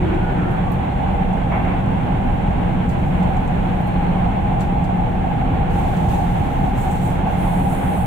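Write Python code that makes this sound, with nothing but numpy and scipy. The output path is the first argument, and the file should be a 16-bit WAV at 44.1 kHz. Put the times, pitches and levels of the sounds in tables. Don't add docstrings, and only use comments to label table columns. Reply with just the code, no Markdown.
import sys
import numpy as np
from scipy import signal
from scipy.fft import rfft, irfft
from scipy.io import wavfile

SR = 44100
rng = np.random.default_rng(int(sys.argv[2]) if len(sys.argv) > 2 else 0)


def store_pcm(level_fs):
    pcm = np.round(np.clip(level_fs, -1, 1) * 32767).astype(np.int16)
    wavfile.write(sys.argv[1], SR, np.atleast_2d(pcm).T)


N = 355446
TIME, FREQ = np.arange(N) / SR, np.fft.rfftfreq(N, 1 / SR)

# frequency in Hz, likeness (1 is alike, 0 unrelated).
STEREO_LIKENESS = [(30, 0.91), (90, 0.88), (260, 0.82), (330, 0.19), (400, 0.13), (900, -0.18),
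                   (1200, 0.14), (2000, 0.052), (15000, 0.01)]
# frequency in Hz, left minus right in dB.
STEREO_LEAN = [(30, 0), (180, -1.5), (250, 1), (320, 2), (420, -1.5), (700, -3.5), (850, -2.5),
               (1300, -2.5), (2200, -0.5), (3000, -2), (4500, 0), (7500, -1), (10000, -2.5), (14000, -8.5)]

# frequency in Hz, relative strength in dB.
RUMBLE_COLOUR = [(10, -16), (30, 1.5), (60, 1.5), (98, -1.5), (125, -2.5), (155, 1), (195, -4), (230, -6.5),
                 (270, -9), (310, -11.5), (400, -19), (600, -25.5), (1500, -65)]
FAN_COLOUR = [(150, -0.5), (400, -1.5), (620, 0), (950, -0.5), (1200, -10), (1600, -8.5), (1850, -12.5),
              (2250, -12), (3150, -19), (4200, -31.5), (4950, -44.5), (7000, -55), (12000, -76)]
HISS_COLOUR = [(4000, -16), (5200, -7.5), (7600, -2), (9500, -7), (13500, -12), (15500, -25)]
TICK_RING_COLOUR = [(2500, -16), (4000, 2), (5500, -4), (7500, 1), (9500, -11), (15000, -16)]
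TICK_BRIGHT_COLOUR = [(5000, -23), (9000, -5), (11000, -5), (13000, -6), (15500, -8)]
KNOCK_COLOUR = [(400, -12), (700, 9.5), (1150, 1), (1500, -6), (1900, -6), (2200, 1.5), (2600, -16),
                (3300, -18), (4800, -49)]
RAIL_SCRAPE_COLOUR = [(2500, 4.5), (3800, 4), (5000, -7.5), (6500, -1.5), (8300, -1), (9300, -4),
                      (12000, -5.5), (15500, -9.5)]

# pitch in Hz, width in Hz, relative level in dB.
PANEL_MODES = [(88, 16, -12), (182.3, 11.7, -7), (195.3, 29, -8), (257.4, 34, -10), (345.7, 22, -18.5),
               (477.2, 34, -14)]
DUCT_MODES = [(660, 190, -9.5), (766, 110, 2), (854, 103, -2.5), (1097, 90, -15.5), (2120, 85, -21.5),
              (2670, 70, -27), (3410, 84, -29), (4190, 90, -38.5)]
COUPLING_MODES = [(720, 160, 5), (1030, 150, 0.5), (1410, 250, -7), (1760, 150, -11), (2110, 170, -9),
                  (2330, 180, -10), (2690, 98, -7.5)]
LOWER_WHEEL_MODES = [(6750, 700, -9), (7170, 50, -11), (7650, 1000, -2), (8170, 280, -5), (8620, 350, -11),
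                     (14200, 3000, -7)]
UPPER_WHEEL_MODES = [(8500, 1700, -1), (10200, 1700, -.5), (11770, 200, -19), (13000, 3800, -3),
                     (13350, 200, -16), (14700, 200, -19)]

# time in seconds, gain in dB.
ROLLING_SWELL = [(0, -.8), (1.25, 0.2), (2.3, 1.9), (4.2, 0), (5.3, 1.1), (8.06, -.5)]
FAN_SWELL = [(0, 1.5), (.7, 0.5), (1.35, -0.3), (1.8, 0.4), (2.8, 0.5), (3.15, 0.6), (4.2, 0.9), (4.9, -1),
             (5.7, 1.3), (6.1, 0.1), (8.06, 0)]
DUCT_SWELL = [(0, -4.5), (.8, 0.2), (3.9, -1.8), (4.25, 2), (4.9, -0.5), (5.6, 1.5), (8.06, 1.5)]
MOTOR_SWELL = [(0, -29), (2.85, -30.5), (3.2, -24), (3.4, -27), (4, -25.5), (4.3, -28), (4.5, -34),
               (4.93, -24.5), (5.4, -31), (5.65, -27), (6.25, -28), (6.6, -33), (7.25, -29), (7.55, -25.5),
               (8.06, -30)]

# pitch in Hz, base level in dB.
MACHINE_TONES = [(29, -32.5), (36.5, -39), (79.2, -33.5), (82, -39.5), (110, -37.5), (117, -38),
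                 (123, -36.5), (132, -36), (138, -38.5), (161, -36.5), (188, -35), (205, -40), (284, -50),
                 (333, -57), (357, -45), (607, -48), (676, -45)]
BLADE_TONES = [(782, -42), (790, -44), (808, -39.5), (820, -38.5), (836, -44)]
WHEEL_TONES = [(9884, -4.5), (9960, -5.5), (11766, -16), (13295, -14), (13360, -15)]

# start and length in
# seconds, pitch and width in Hz, level in dB.
LOW_GROANS = [(0, 0.2, 320, 40, -27), (0, 0.17, 364, 40, -27), (.2, 0.057, 337, 60, -36),
              (0.301, 0.027, 365, 99, -26.5), (0.363, 0.04, 305, 40, -28), (0.41, 0.11, 353, 70, -27),
              (5.37, 0.16, 260, 50, -27.5), (7.45, 0.69, 267, 10, -33)]
GEAR_SQUEAKS = [(0.044, 0.056, 1460, 130, -36.5), (0.13, 0.18, 1460, 50, -38.5),
                (0.353, 0.2, 1380, 420, -36.5), (0.37, 0.13, 1820, 80, -45), (.495, .04, 1600, 130, -41),
                (0.64, 0.071, 1140, 70, -36), (3.82, 0.3, 4170, 150, -60)]
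# start in seconds, pitch in Hz, click level on the right in dB, extra on the left
# in dB, base levels of the ringing and bright tails in dB, seconds for the tails to fade by 60 dB.
GEAR_TICKS = [(.1461, 7650, -41, -6, -57, -82, .08), (.508, 11000, -45, -4, -66, -57, .35),
              (.7185, 13500, -30, -7, -57, -50, .17), (1.3323, 7500, -43, -6, -59, -66, .07),
              (2.8923, 7700, -34, -10, -51, -59, .36), (3.2292, 7400, -38, -4, -56, -69, .25),
              (3.3693, 7150, -39, -6, -57, -70, .07), (3.4774, 7300, -38, -5, -58, -69, .07),
              (3.8111, 11700, -41, -9, -68, -59, .07), (3.8721, 12100, -37, -14, -62, -54, .17),
              (4.5975, 8500, -46, 8, -56, -70, .06), (4.6075, 7460, -26, -10, -48, -53, .26),
              (4.8426, 7800, -36, -4, -54, -72, .18), (5.9667, 7250, -37, 0, -52, -64, .05),
              (6.0866, 7400, -35, -5, -52, -54, .4)]
# start in seconds, base level in dB.
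COUPLING_BLOWS = [(1.512, -25), (1.533, -25), (1.643, -26.5), (1.683, -46)]
# start and length in seconds, base level in dB.
RAIL_SCRAPES = [(2.95, 1.3, -55.5), (3.58, .14, -65), (5.69, 1, -45.5), (6.075, .06, -42.5),
                (6.735, 0.4, -45.5), (7.26, 0.73, -47.5)]
WHEEL_SONGS = [(7.02, .085, -58), (7.315, .18, -55), (7.55, .06, -57), (7.68, .07, -56.5), (7.83, .07, -56),
               (7.94, .12, -57)]
# start and length in seconds, levels of lower and upper modes in dB.
WHEEL_FLARES = [(6.762, 0.074, -47, -53), (6.875, 0.074, -49, -53), (7.005, 0.071, -48, -51),
                (7.37, 0.89, -61, -49.5), (7.68, 0.055, -48, -46), (7.912, .07, -64, -49)]


def amp(db):
    return 10 ** (np.asarray(db) / 20)


def evened(x):
    return x / np.sqrt(np.mean(x ** 2) + 1e-20)


def read(points):
    hz, value = np.transpose(points)
    return np.interp(np.log(FREQ + 1), np.log(hz + 1), value)


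def curve(points):
    return amp(np.interp(TIME, *np.transpose(points)))


def resonances(modes):
    return np.sqrt(sum(amp(db) ** 2 / width / (1 + (2 * (FREQ - hz) / width) ** 2) ** 2
                       for hz, width, db in modes))


def noise(colour):
    left, other = rng.standard_normal((2, len(FREQ))) + 1j * rng.standard_normal((2, len(FREQ)))
    likeness, lean = read(STEREO_LIKENESS), amp(read(STEREO_LEAN) / 2)
    right = likeness * left + np.sqrt(1 - likeness ** 2) * other
    return evened(irfft(np.array([left * lean, right / lean]) * colour, N))


def wander(rate_hz, size=4096):
    hz = np.fft.rfftfreq(size, N / SR / size)
    drift = irfft(rfft(rng.standard_normal(size)) * (hz > 0) / (1 + (hz / rate_hz) ** 2), size)
    return np.interp(TIME, np.linspace(0, N / SR, size), evened(drift))


def waver(rate_hz, depth_db):
    return amp(depth_db * wander(rate_hz))


def tone(hz, db, drift_hz, depth_db, rate_hz):
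    phase = 2 * np.pi * (np.cumsum(hz + drift_hz * wander(rate_hz)) / SR + rng.random())
    likeness = np.interp(hz, *np.transpose(STEREO_LIKENESS))
    apart = np.arccos(likeness) * rng.choice([-1, 1])
    return np.sqrt(2) * amp(db) * waver(rate_hz, depth_db) * np.sin([phase, phase + apart])


def strike(start, fade_s, rise_s):
    age = np.maximum(TIME - start, 0)
    return (1 - np.exp(-age / rise_s)) * np.exp(-np.log(1000) * age / fade_s)


def rubs(rows, rise_s, sag_db_per_s, fade_s):
    power = np.zeros(N)
    for start, length, db in rows:
        age = np.maximum(TIME - start, 0)
        rise = 1 - np.exp(-age / rise_s)
        release = np.exp(-np.log(1000) * np.maximum(age - length, 0) / fade_s)
        power += (rise * amp(db - sag_db_per_s * age) * release) ** 2
    return np.sqrt(power)


def rolling():
    rumble = amp(-22) * curve(ROLLING_SWELL) * noise(amp(read(RUMBLE_COLOUR)))
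    drone = amp(-29) * noise(resonances(PANEL_MODES))
    return (rumble + drone) * waver(rate_hz=9, depth_db=0.6)


def fan_air():
    air = amp(-28.5) * curve(FAN_SWELL) * noise(amp(read(FAN_COLOUR)))
    ducts = amp(-28) * curve(DUCT_SWELL) * noise(resonances(DUCT_MODES))
    return air * waver(rate_hz=12, depth_db=0.92) + ducts * waver(rate_hz=14, depth_db=1.7)


def faint_hiss():
    return amp(-60) * noise(amp(read(HISS_COLOUR)))


def motor_hum():
    weaker = sum(tone(hz, db, drift_hz=0.46 * np.sqrt(hz / 100), depth_db=2.5, rate_hz=2.5)
                 for hz, db in MACHINE_TONES)
    main = tone(hz=179, db=0, drift_hz=0.8, depth_db=1.6, rate_hz=6.06)
    return weaker + curve(MOTOR_SWELL) * main


def fan_whine():
    blades = sum(tone(hz, db, drift_hz=2.73, depth_db=4, rate_hz=6.9) for hz, db in BLADE_TONES)
    return curve(DUCT_SWELL) * blades


def slips(rows, **shape):
    return sum(rubs([(start, length, db)], **shape) * noise(resonances([(hz, width, 0)]))
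               for start, length, hz, width, db in rows)


def groans_and_squeaks():
    groans = slips(LOW_GROANS, rise_s=0.0092, sag_db_per_s=14, fade_s=0.18)
    squeaks = slips(GEAR_SQUEAKS, rise_s=0.018, sag_db_per_s=3, fade_s=0.23)
    return groans + squeaks


def snap(peak_time, hz, db, lean_db, rise_s=0.00014):
    age = np.maximum(TIME - peak_time + rise_s, 0)
    live = (age > 0) & (age < 20 * rise_s)
    progress = age[live] / rise_s
    pulse = np.zeros(N)
    pulse[live] = progress * np.exp(1 - progress) * np.sin(2 * np.pi * hz * age[live])
    return amp([[db + lean_db], [db]]) * pulse


def ticks():
    clicks, ring, bright = np.zeros((2, N)), np.zeros(N), np.zeros(N)
    for start, hz, db, lean_db, ring_db, bright_db, fade_s in GEAR_TICKS:
        clicks += snap(start, hz, db, lean_db)
        echoes = amp(3) * strike(start, fade_s=0.054, rise_s=0.001)
        tail = echoes + strike(start, fade_s, rise_s=0.0075)
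        ring += amp(ring_db) * tail
        bright += amp(bright_db) * tail
    ringing = ring * noise(amp(read(TICK_RING_COLOUR)))
    return clicks + ringing + bright * noise(amp(read(TICK_BRIGHT_COLOUR)))


def coupling():
    knocks = sum(amp(db) * strike(start, fade_s=0.36, rise_s=0.005) for start, db in COUPLING_BLOWS)
    rings = sum(amp(db) * strike(start, fade_s=1.2, rise_s=0.02) for start, db in COUPLING_BLOWS)
    rattle = waver(rate_hz=90, depth_db=2) * noise(amp(read(KNOCK_COLOUR)))
    return knocks * rattle + amp(-8) * rings * noise(resonances(COUPLING_MODES))


def wheel_scrape():
    level = rubs(RAIL_SCRAPES, rise_s=0.023, sag_db_per_s=4, fade_s=0.86)
    return level * noise(amp(read(RAIL_SCRAPE_COLOUR))) * waver(rate_hz=90, depth_db=0.6)


def wheel_ring():
    shape = dict(rise_s=0.023, sag_db_per_s=-0.5, fade_s=0.34)
    start, length, lower_db, upper_db = np.transpose(WHEEL_FLARES)
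    sputter = waver(rate_hz=55, depth_db=2)
    lower = rubs(zip(start, length, lower_db), **shape) * noise(resonances(LOWER_WHEEL_MODES))
    upper = rubs(zip(start, length, upper_db), **shape) * noise(resonances(UPPER_WHEEL_MODES))
    song = sum(tone(hz, db, drift_hz=7, depth_db=3, rate_hz=28) for hz, db in WHEEL_TONES)
    return sputter * lower + upper + rubs(WHEEL_SONGS, **shape) * song


def scene():
    lasting = rolling() + fan_air() + faint_hiss() + motor_hum() + fan_whine()
    return lasting + groans_and_squeaks() + ticks() + coupling() + wheel_scrape() + wheel_ring()


def record(dry, fade_in_s=0.004, cutoff_hz=15750):
    opening = np.minimum(TIME / fade_in_s, 1)
    lowpass = signal.firwin(511, cutoff_hz, window=("kaiser", 9), fs=SR)
    return signal.oaconvolve(dry * opening, lowpass[None], "same")


dry = scene()
out = record(dry)
store_pcm(out)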